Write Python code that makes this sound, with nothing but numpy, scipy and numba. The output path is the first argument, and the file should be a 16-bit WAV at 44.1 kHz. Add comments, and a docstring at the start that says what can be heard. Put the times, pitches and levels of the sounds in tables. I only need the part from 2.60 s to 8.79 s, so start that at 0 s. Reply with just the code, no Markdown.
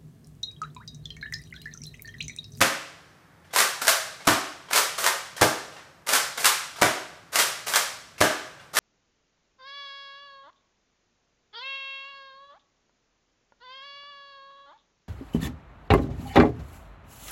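"""A spring-powered toy dart blaster is pumped and fired repeatedly in a living room with a wooden floor.
Shots: sear snap, plunger slam and rebound, spring shudder, low air thump. Slide: stick-slip noise, bouncing clacks.
Every blow is a noise burst plus panel modes; resonators for the hollow plastic shell colour all but the thump.
Echoes and a decaying tail make the room; ventilation drones faintly; a limiter rounds the loudest peaks."""
import sys
import numpy as np
from scipy import signal
from scipy.fft import rfft, irfft
from scipy.io import wavfile
from numba import njit

SR = 44100
rng = np.random.default_rng(int(sys.argv[2]) if len(sys.argv) > 2 else 0)


def waveform_to_disk(signal):
    """Save audio, clipped to [-1, 1], as 16-bit WAV at the path in sys.argv[1]."""
    frames = np.transpose(np.atleast_2d(signal))
    scaled = np.clip(frames, -1, 1) * 32767
    samples = np.round(scaled).astype(np.int16)
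    wavfile.write(sys.argv[1], SR, samples)


N = 272979

# ventilation drone spectrum, relative: hz, density_db_per_hz
HOUSE_SPECTRUM = [(22, -18.5), (54, -10.5), (105, -4), (135, -3), (167, -1.5), (205, -11), (320, -11),
                  (450, -13.5), (1700, -15), (3000, -28.5), (15000, -39.5)]
# room reverberation: hz, t60_s
ROOM_DECAY = [(80, 0.12), (210, 0.35), (560, 0.56), (1470, 0.59), (3880, 0.65), (7000, 0.53), (10200, 0.41),
              (15000, 0.34)]
# plastic shell resonances, relative to the direct blow: hz, width_hz, level_db
SHELL_MODES = [(554.3, 13, 0.5), (639, 66, -7.5), (973, 9.1, -15.5), (1168, 19, -6), (1370, 55, -18.5),
               (1570, 114.6, -7), (2050, 120, -15.5), (3024, 35, -18), (5620, 930, -18), (8890, 57, -33)]
# knocks of trigger, grip and landing darts: start_s, level_db, treble_over_body_db
SMALL_KNOCKS = [(.8455, -34.5, -13), (.907, -29, -13), (1.605, -25, -20.5), (1.650, -14.5, -1),
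                (2.086, -25, -25), (2.765, -10.5, 2), (2.780, -14, -13), (3.125, -24, -12),
                (3.165, -27.5, -29), (4.1605, -14.5, -5), (4.185, -13.5, -8), (5.5805, -14, -2),
                (5.996, -27.5, -18)]
# slide pulled back: pickup_s, pickup_db, slack_s, unseat_db, squeeze_s, latch_db
SLIDE_PULLS = [(.9605, 6, 0.025, -8, .0253, 4), (2.1307, 3.5, 0.021, -8, 0.028, 4),
               (3.4888, 1, 0.018, -10, 0.045, 3), (4.7565, 5.5, 0.031, -21.5, .030, 1.5),
               (6.168, 4.5, 0.03, -15, .030, 6.5)]
# slide pushed forward: slam_s, slam_db, treble_over_body_db, stroke_s, meet_early_s, meet_db
SLIDE_PUSHES = [(1.2795, 10.5, 8.5, 0.061, 0.0095, 1.5), (2.463, 6.5, 3.5, .0795, 0.022, 1.5),
                (3.855, 9.5, 9, .0755, .0112, 5.5), (5.1574, 8, 3.5, 0.088, 0.021, 3)]
# spectrum of slide, trigger and sear sounds, relative: hz, level_db
SLIDE_SPECTRUM = [(60, -26), (170, -20.5), (380, -6.5), (560, -4), (800, -3.5), (1150, -1.5), (1600, -2.5),
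                  (2200, -6), (3000, -7.5), (4000, -6), (8700, -7.5), (14500, -14), (17000, -35.5)]
# shots: release_s, snap_db, travel_s, slam_db, slam_treble_over_body_db, thump_db
SHOT_EVENTS = [(.0055, 1, 0.0085, 14, 9, 1.5), (1.6706, 7, 0.0059, 15, 5, 4),
               (2.8119, 7.5, 0.0075, 14, 0.5, 8), (4.214, 3.5, .007, 14.5, 5, 2.5),
               (5.605, 1.5, 0.0076, 15, 5, 6)]
# plunger slam spectrum, relative: hz, level_db
SLAM_SPECTRUM = [(35, -27), (90, -1), (200, -4), (300, 5), (430, -3), (620, -1.5), (950, -4), (1550, -5.5),
                 (2200, -11), (3600, -13), (6500, -14.5), (13000, -21.5), (16000, -33)]
# low ring set off by the puff of air, relative: hz, t60_s, level_db
THUMP_MODES = [(57, 0.17, -19), (103.5, 0.18, -0.5), (138, 0.044, -15), (160.2, 0.23, -2),
               (230, 0.32, -6.5), (310, 0.57, -8)]

HOUSE_DB = -56
TOP_HZ = 15300
# pull: unseat, pick up spring, latch plunger, hit back stop
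UNSEAT_TREBLE_DB, PICKUP_TREBLE_DB, LATCH_TREBLE_DB = -6, 2.5, 8.5
STOP_AFTER_LATCH_S, STOP_OVER_LATCH_DB, STOP_TREBLE_DB = 0.0175, 1.73, 4
# push: leave back stop, meet breech with a flat face, slam home
LEAVE_DB, LEAVE_TREBLE_DB, MEET_DULLER_DB = -6.5, -1, 5
# bounces: mean first gap, shrink per gap, log-normal gap scatter, loss per bounce
BOUNCE_GAP_S, BOUNCE_SHRINK, BOUNCE_SCATTER = 0.009, 0.85, 0.1
BOUNCE_LOSS_DB, STOP_BOUNCE_LOSS_DB, MEET_BOUNCE_LOSS_DB = 6.5, 4, 3
# rail rubbing: start_db, end_db; grows as the spring is squeezed, eases going forward
PULL_RUB_DB, PUSH_RUB_DB = (-34, -21.5), (-27, -35.5)
RUB_LEAD_S = 0.0076  # creep before the first click


def undb(db):
    """Decibels to gain."""
    return 10 ** (np.asarray(db) / 20)


def unit(x):
    """Scale to unit energy."""
    return x / np.sqrt(np.sum(x ** 2))


def fade(t_s, t60_s):
    """Exponential decay, 60 dB down after t60_s."""
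    return np.exp(-np.log(1000) * t_s / t60_s)


def add(track, start_s, sound):
    """Mix a sound into the track at start_s."""
    i = max(int(start_s * SR), 0)
    track[i:i + len(sound)] += sound[:max(N - i, 0)]


def split(x, split_hz):
    """Second-order low-pass and high-pass halves: body, treble."""
    low = signal.butter(2, split_hz, fs=SR, output="sos")
    high = signal.butter(2, split_hz, "high", fs=SR, output="sos")
    return signal.sosfilt(low, x), signal.sosfilt(high, x)


def on_log_axis(hz, points):
    """Interpolate (hz, value) points along log frequency."""
    point_hz, value = np.transpose(points)
    return np.interp(np.log(np.maximum(hz, 1)), np.log(point_hz), value)


def convolve(x, response):
    """Pass a track through an impulse response."""
    return signal.fftconvolve(x, response)[:N]


def colour(points, size=4096):
    """Minimum-phase impulse response of unit energy, by folding the cepstrum of the given spectrum."""
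    gain = undb(on_log_axis(np.fft.rfftfreq(size, 1 / SR), points))
    cepstrum = irfft(np.log(gain))
    cepstrum[1:size // 2] *= 2
    cepstrum[size // 2 + 1:] = 0
    return unit(irfft(np.exp(rfft(cepstrum))))


def linger(power, t60_s):
    """Energy that is stored and leaks away, 60 dB down after t60_s."""
    keep = fade(1 / SR, t60_s) ** 2
    return signal.lfilter([1 - keep], [1, -keep], power)


def house():
    """Ventilation: steady noise shaped to a mostly low spectrum."""
    return undb(HOUSE_DB) * convolve(rng.standard_normal(N), colour(HOUSE_SPECTRUM))


def room(x, tail_db, early_db, early_t60_s=0.21, hall_db=-15, hall_stretch=2.11, first_echo_s=0.002,
         build_t60_s=0.012, modal_hz=1500, echoes_per_s=900):
    """Direct sound, sparse echoes off floor and furniture, then a tail that lingers in the adjoining hall."""
    t_s = np.arange(SR) / SR
    echoes = (rng.random(SR) < echoes_per_s / SR) * rng.standard_normal(SR) * (t_s > first_echo_s)
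    response = undb(early_db) * unit(echoes * fade(t_s, early_t60_s))
    diffuse = 0
    edges_hz = np.r_[np.geomspace(70, 6000, 9), 8500, 11500, 17000]
    for low_hz, high_hz in zip(edges_hz, edges_hz[1:]):
        band = signal.butter(3, [low_hz, high_hz], "bandpass", fs=SR, output="sos")
        hz = np.sqrt(low_hz * high_hz)
        t60_s = on_log_axis(hz, ROOM_DECAY)
        # low bands mostly repeat one fixed response; high bands mostly ring as fresh noise
        modal = 1 / (1 + (hz / modal_hz) ** 2)
        decay = unit(fade(t_s, t60_s) * (1 - fade(t_s, build_t60_s)))
        ringing = decay * signal.sosfilt(band, rng.standard_normal(SR))
        response = response + undb(tail_db) * np.sqrt(modal) * ringing
        power = linger(signal.sosfilt(band, x + 1e-9) ** 2 + 1e-18, build_t60_s)
        room_power = (1 - modal) * linger(power, t60_s)
        hall_power = undb(hall_db) ** 2 * linger(power, hall_stretch * t60_s)
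        noise = unit(signal.sosfilt(band, rng.standard_normal(N)))
        diffuse = diffuse + noise * np.sqrt(N * (room_power + hall_power))
    return x + convolve(x, response) + undb(tail_db) * diffuse


def shell(x, level_db=-1):
    """Hollow body: parallel resonators add short rings to whatever strikes it."""
    rings = 0
    for hz, width_hz, ring_db in SHELL_MODES:
        b, a = signal.iirpeak(hz, hz / width_hz, fs=SR)
        rings = rings + undb(ring_db) * signal.lfilter(b, a, x)
    return undb(level_db) * (x + rings)


def burst(t60_s, size=8192, rise_s=0.00081):
    """One blow: decaying noise chatter, its spectrum flattened and its envelope reapplied twice."""
    t_s = np.arange(size) / SR
    chatter = rng.standard_normal(size) * fade(t_s, t60_s)
    envelope = fade(t_s, 10 * t60_s) * (1 - np.exp(-t_s / rise_s))
    for _ in range(2):
        spectrum = rfft(chatter, 2 * size)
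        chatter = irfft(spectrum / (np.abs(spectrum) + 1e-12))[:size] * envelope
    return unit(chatter)


def contact(treble_db, t60_s, split_hz, panel_db=-9, panel_t60_s=0.052,
            panel_low_hz=500, panel_high_hz=3500, count=3):
    """Plastic on plastic: a hard corner favours treble, a flat face body; random panel modes ring."""
    blow = burst(t60_s)
    t_s = np.arange(len(blow)) / SR
    hz = panel_low_hz * (panel_high_hz / panel_low_hz) ** rng.random((count, 1))
    modes = np.sum(np.sqrt(hz) * np.sin(2 * np.pi * hz * t_s), axis=0)
    panels = unit(modes * fade(t_s, panel_t60_s))
    blow = unit(blow + undb(panel_db) * panels)
    body, treble = split(blow, split_hz)
    return body * undb(-treble_db / 2) - treble * undb(treble_db / 2)


def knocks(table, t60_s, split_hz):
    """A track of plastic contacts, one per row."""
    out = np.zeros(N)
    for start_s, level_db, treble_db in table:
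        add(out, start_s, undb(level_db) * contact(treble_db, t60_s, split_hz))
    return out


def bouncing(start_s, level_db, treble_db, loss_db, count=3):
    """A blow and its weakening bounces; rows: start_s, level_db, treble_over_body_db."""
    scatter = np.exp(BOUNCE_SCATTER * rng.standard_normal(count))
    gaps_s = BOUNCE_GAP_S * BOUNCE_SHRINK ** np.arange(count) * scatter
    return [(start_s + gaps_s[:k].sum(), level_db - k * loss_db, treble_db) for k in range(count)]


def slide_blows():
    """Every pull and push strikes its catches and stops in a set order; rows as for bouncing."""
    blows = []
    for pickup_s, pickup_db, slack_s, unseat_db, squeeze_s, latch_db in SLIDE_PULLS:
        latch_s = pickup_s + squeeze_s
        blows += [(pickup_s - slack_s, unseat_db, UNSEAT_TREBLE_DB)]
        blows += bouncing(pickup_s, pickup_db, PICKUP_TREBLE_DB, BOUNCE_LOSS_DB)
        blows += [(latch_s, latch_db, LATCH_TREBLE_DB)]
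        blows += bouncing(latch_s + STOP_AFTER_LATCH_S, latch_db + STOP_OVER_LATCH_DB,
                          STOP_TREBLE_DB, STOP_BOUNCE_LOSS_DB)
    for slam_s, slam_db, treble_db, stroke_s, meet_early_s, meet_db in SLIDE_PUSHES:
        blows += [(slam_s - stroke_s, LEAVE_DB, LEAVE_TREBLE_DB)]
        blows += bouncing(slam_s - meet_early_s, meet_db, treble_db - MEET_DULLER_DB, MEET_BOUNCE_LOSS_DB)
        blows += bouncing(slam_s, slam_db, treble_db, BOUNCE_LOSS_DB)
    return blows


def slide_travel():
    """The slide rubs until it reaches a stop; rows: start_s, end_s, start_db, end_db."""
    travel = []
    for pickup_s, _, slack_s, _, squeeze_s, _ in SLIDE_PULLS:
        end_s = pickup_s + squeeze_s + STOP_AFTER_LATCH_S
        travel.append((pickup_s - slack_s - RUB_LEAD_S, end_s, *PULL_RUB_DB))
    for slam_s, _, _, stroke_s, _, _ in SLIDE_PUSHES:
        travel.append((slam_s - stroke_s - RUB_LEAD_S, slam_s, *PUSH_RUB_DB))
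    return travel


def scrapes(grit=0.74, slips_per_s=160, slip_t60_s=0.046, rub=0.82, rise_s=0.0078):
    """Stick-slip on the rails: gritty noise scaled by steady rub plus random decaying slips."""
    out = np.zeros(N)
    hiss, sizes = rng.standard_normal((2, N))
    slip_starts = 1. * (rng.random(N) < slips_per_s / SR)
    slips = convolve(slip_starts, fade(np.arange(SR) / SR, slip_t60_s))
    friction = hiss * np.exp(grit * sizes) * (rub + slips)
    for start_s, end_s, start_db, end_db in slide_travel():
        piece = friction[int(start_s * SR):int(end_s * SR)]
        n = len(piece)
        rise = 1 - np.exp(-np.arange(n) / SR / rise_s)
        pressure = undb(np.linspace(start_db, end_db, n)) * rise
        add(out, start_s, unit(piece) * np.sqrt(n) * pressure)
    return out


def air_thump(puff_s=0.0033):
    """Puff of air: decaying low sines of alternating sign with a soft onset."""
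    t_s = np.arange(SR // 2) / SR
    ring = 0
    for k, (hz, t60_s, level_db) in enumerate(THUMP_MODES):
        ring = ring + undb(level_db) * np.sin(2 * np.pi * hz * t_s) * fade(t_s, t60_s) * (-1) ** k
    return unit(ring * (1 - np.exp(-t_s / puff_s)))


def shots(snap_t60_s=0.1, snap_treble_db=5, slam_t60_s=0.023, rebound_s=0.008, rebound_db=-2,
          spring_db=-10, spring_t60_s=0.058):
    """The sear lets go, the plunger slams home and rebounds, the spring shudders and air thumps out."""
    snaps, slams, thumps = np.zeros((3, N))
    thump = air_thump()
    for release_s, snap_db, travel_s, slam_db, treble_db, thump_db in SHOT_EVENTS:
        slam_s = release_s + travel_s
        snap = contact(snap_treble_db, snap_t60_s, split_hz=3500)
        slam = contact(treble_db, slam_t60_s, split_hz=1200, panel_db=-8, count=6)
        rebound = contact(treble_db, slam_t60_s, split_hz=1580, panel_db=-9.5, count=6)
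        add(snaps, release_s, undb(snap_db) * snap)
        add(slams, slam_s, undb(slam_db) * slam)
        add(slams, slam_s + rebound_s, undb(slam_db + rebound_db) * rebound)
        add(slams, slam_s + rebound_s, undb(slam_db + spring_db) * burst(spring_t60_s))
        add(thumps, release_s, undb(thump_db) * thump)
    return snaps, slams, thumps


def scene():
    """Slide, trigger and plunger through room and shell, plus dry thumps and house drone."""
    clacks = knocks(slide_blows(), t60_s=0.027, split_hz=1950)
    ticks = knocks(SMALL_KNOCKS, t60_s=0.33, split_hz=4200)
    snaps, slams, thumps = shots()
    slide_in_room = room(clacks + ticks + snaps + scrapes(), tail_db=-0.5, early_db=-6.5)
    slide = convolve(slide_in_room, colour(SLIDE_SPECTRUM))
    plunger = convolve(room(slams, tail_db=-5.5, early_db=-10.5), colour(SLAM_SPECTRUM))
    return (shell(slide + plunger) + thumps + house())[None]


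@njit
def follow(x, attack, release):
    """Peak envelope; attack and release are per-sample smoothing fractions."""
    out, e = np.empty(len(x)), 0.
    for i in range(len(x)):
        e += (abs(x[i]) - e) * (attack if abs(x[i]) > e else release)
        out[i] = e
    return out


def record(dry, limit_db=-5, attack_s=0.00011, release_s=0.02, low_cut_hz=45):
    """Microphone bass loss, limiter, soft rounding of peaks, top cut."""
    low_cut = signal.butter(2, low_cut_hz, "high", fs=SR, output="sos")
    heard = signal.sosfilt(low_cut, dry)
    attack = 1 - np.exp(-1 / (attack_s * SR))
    release = 1 - np.exp(-1 / (release_s * SR))
    envelope = follow(heard[0], attack, release)
    limited = heard / np.maximum(envelope / undb(limit_db), 1)
    rounded = 0.7 * np.tanh(limited / 0.7)
    top_cut = signal.ellip(10, 0.2, 70, TOP_HZ, fs=SR, output="sos")
    return signal.sosfilt(top_cut, rounded)


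dry = scene()
out = record(dry)
waveform_to_disk(out)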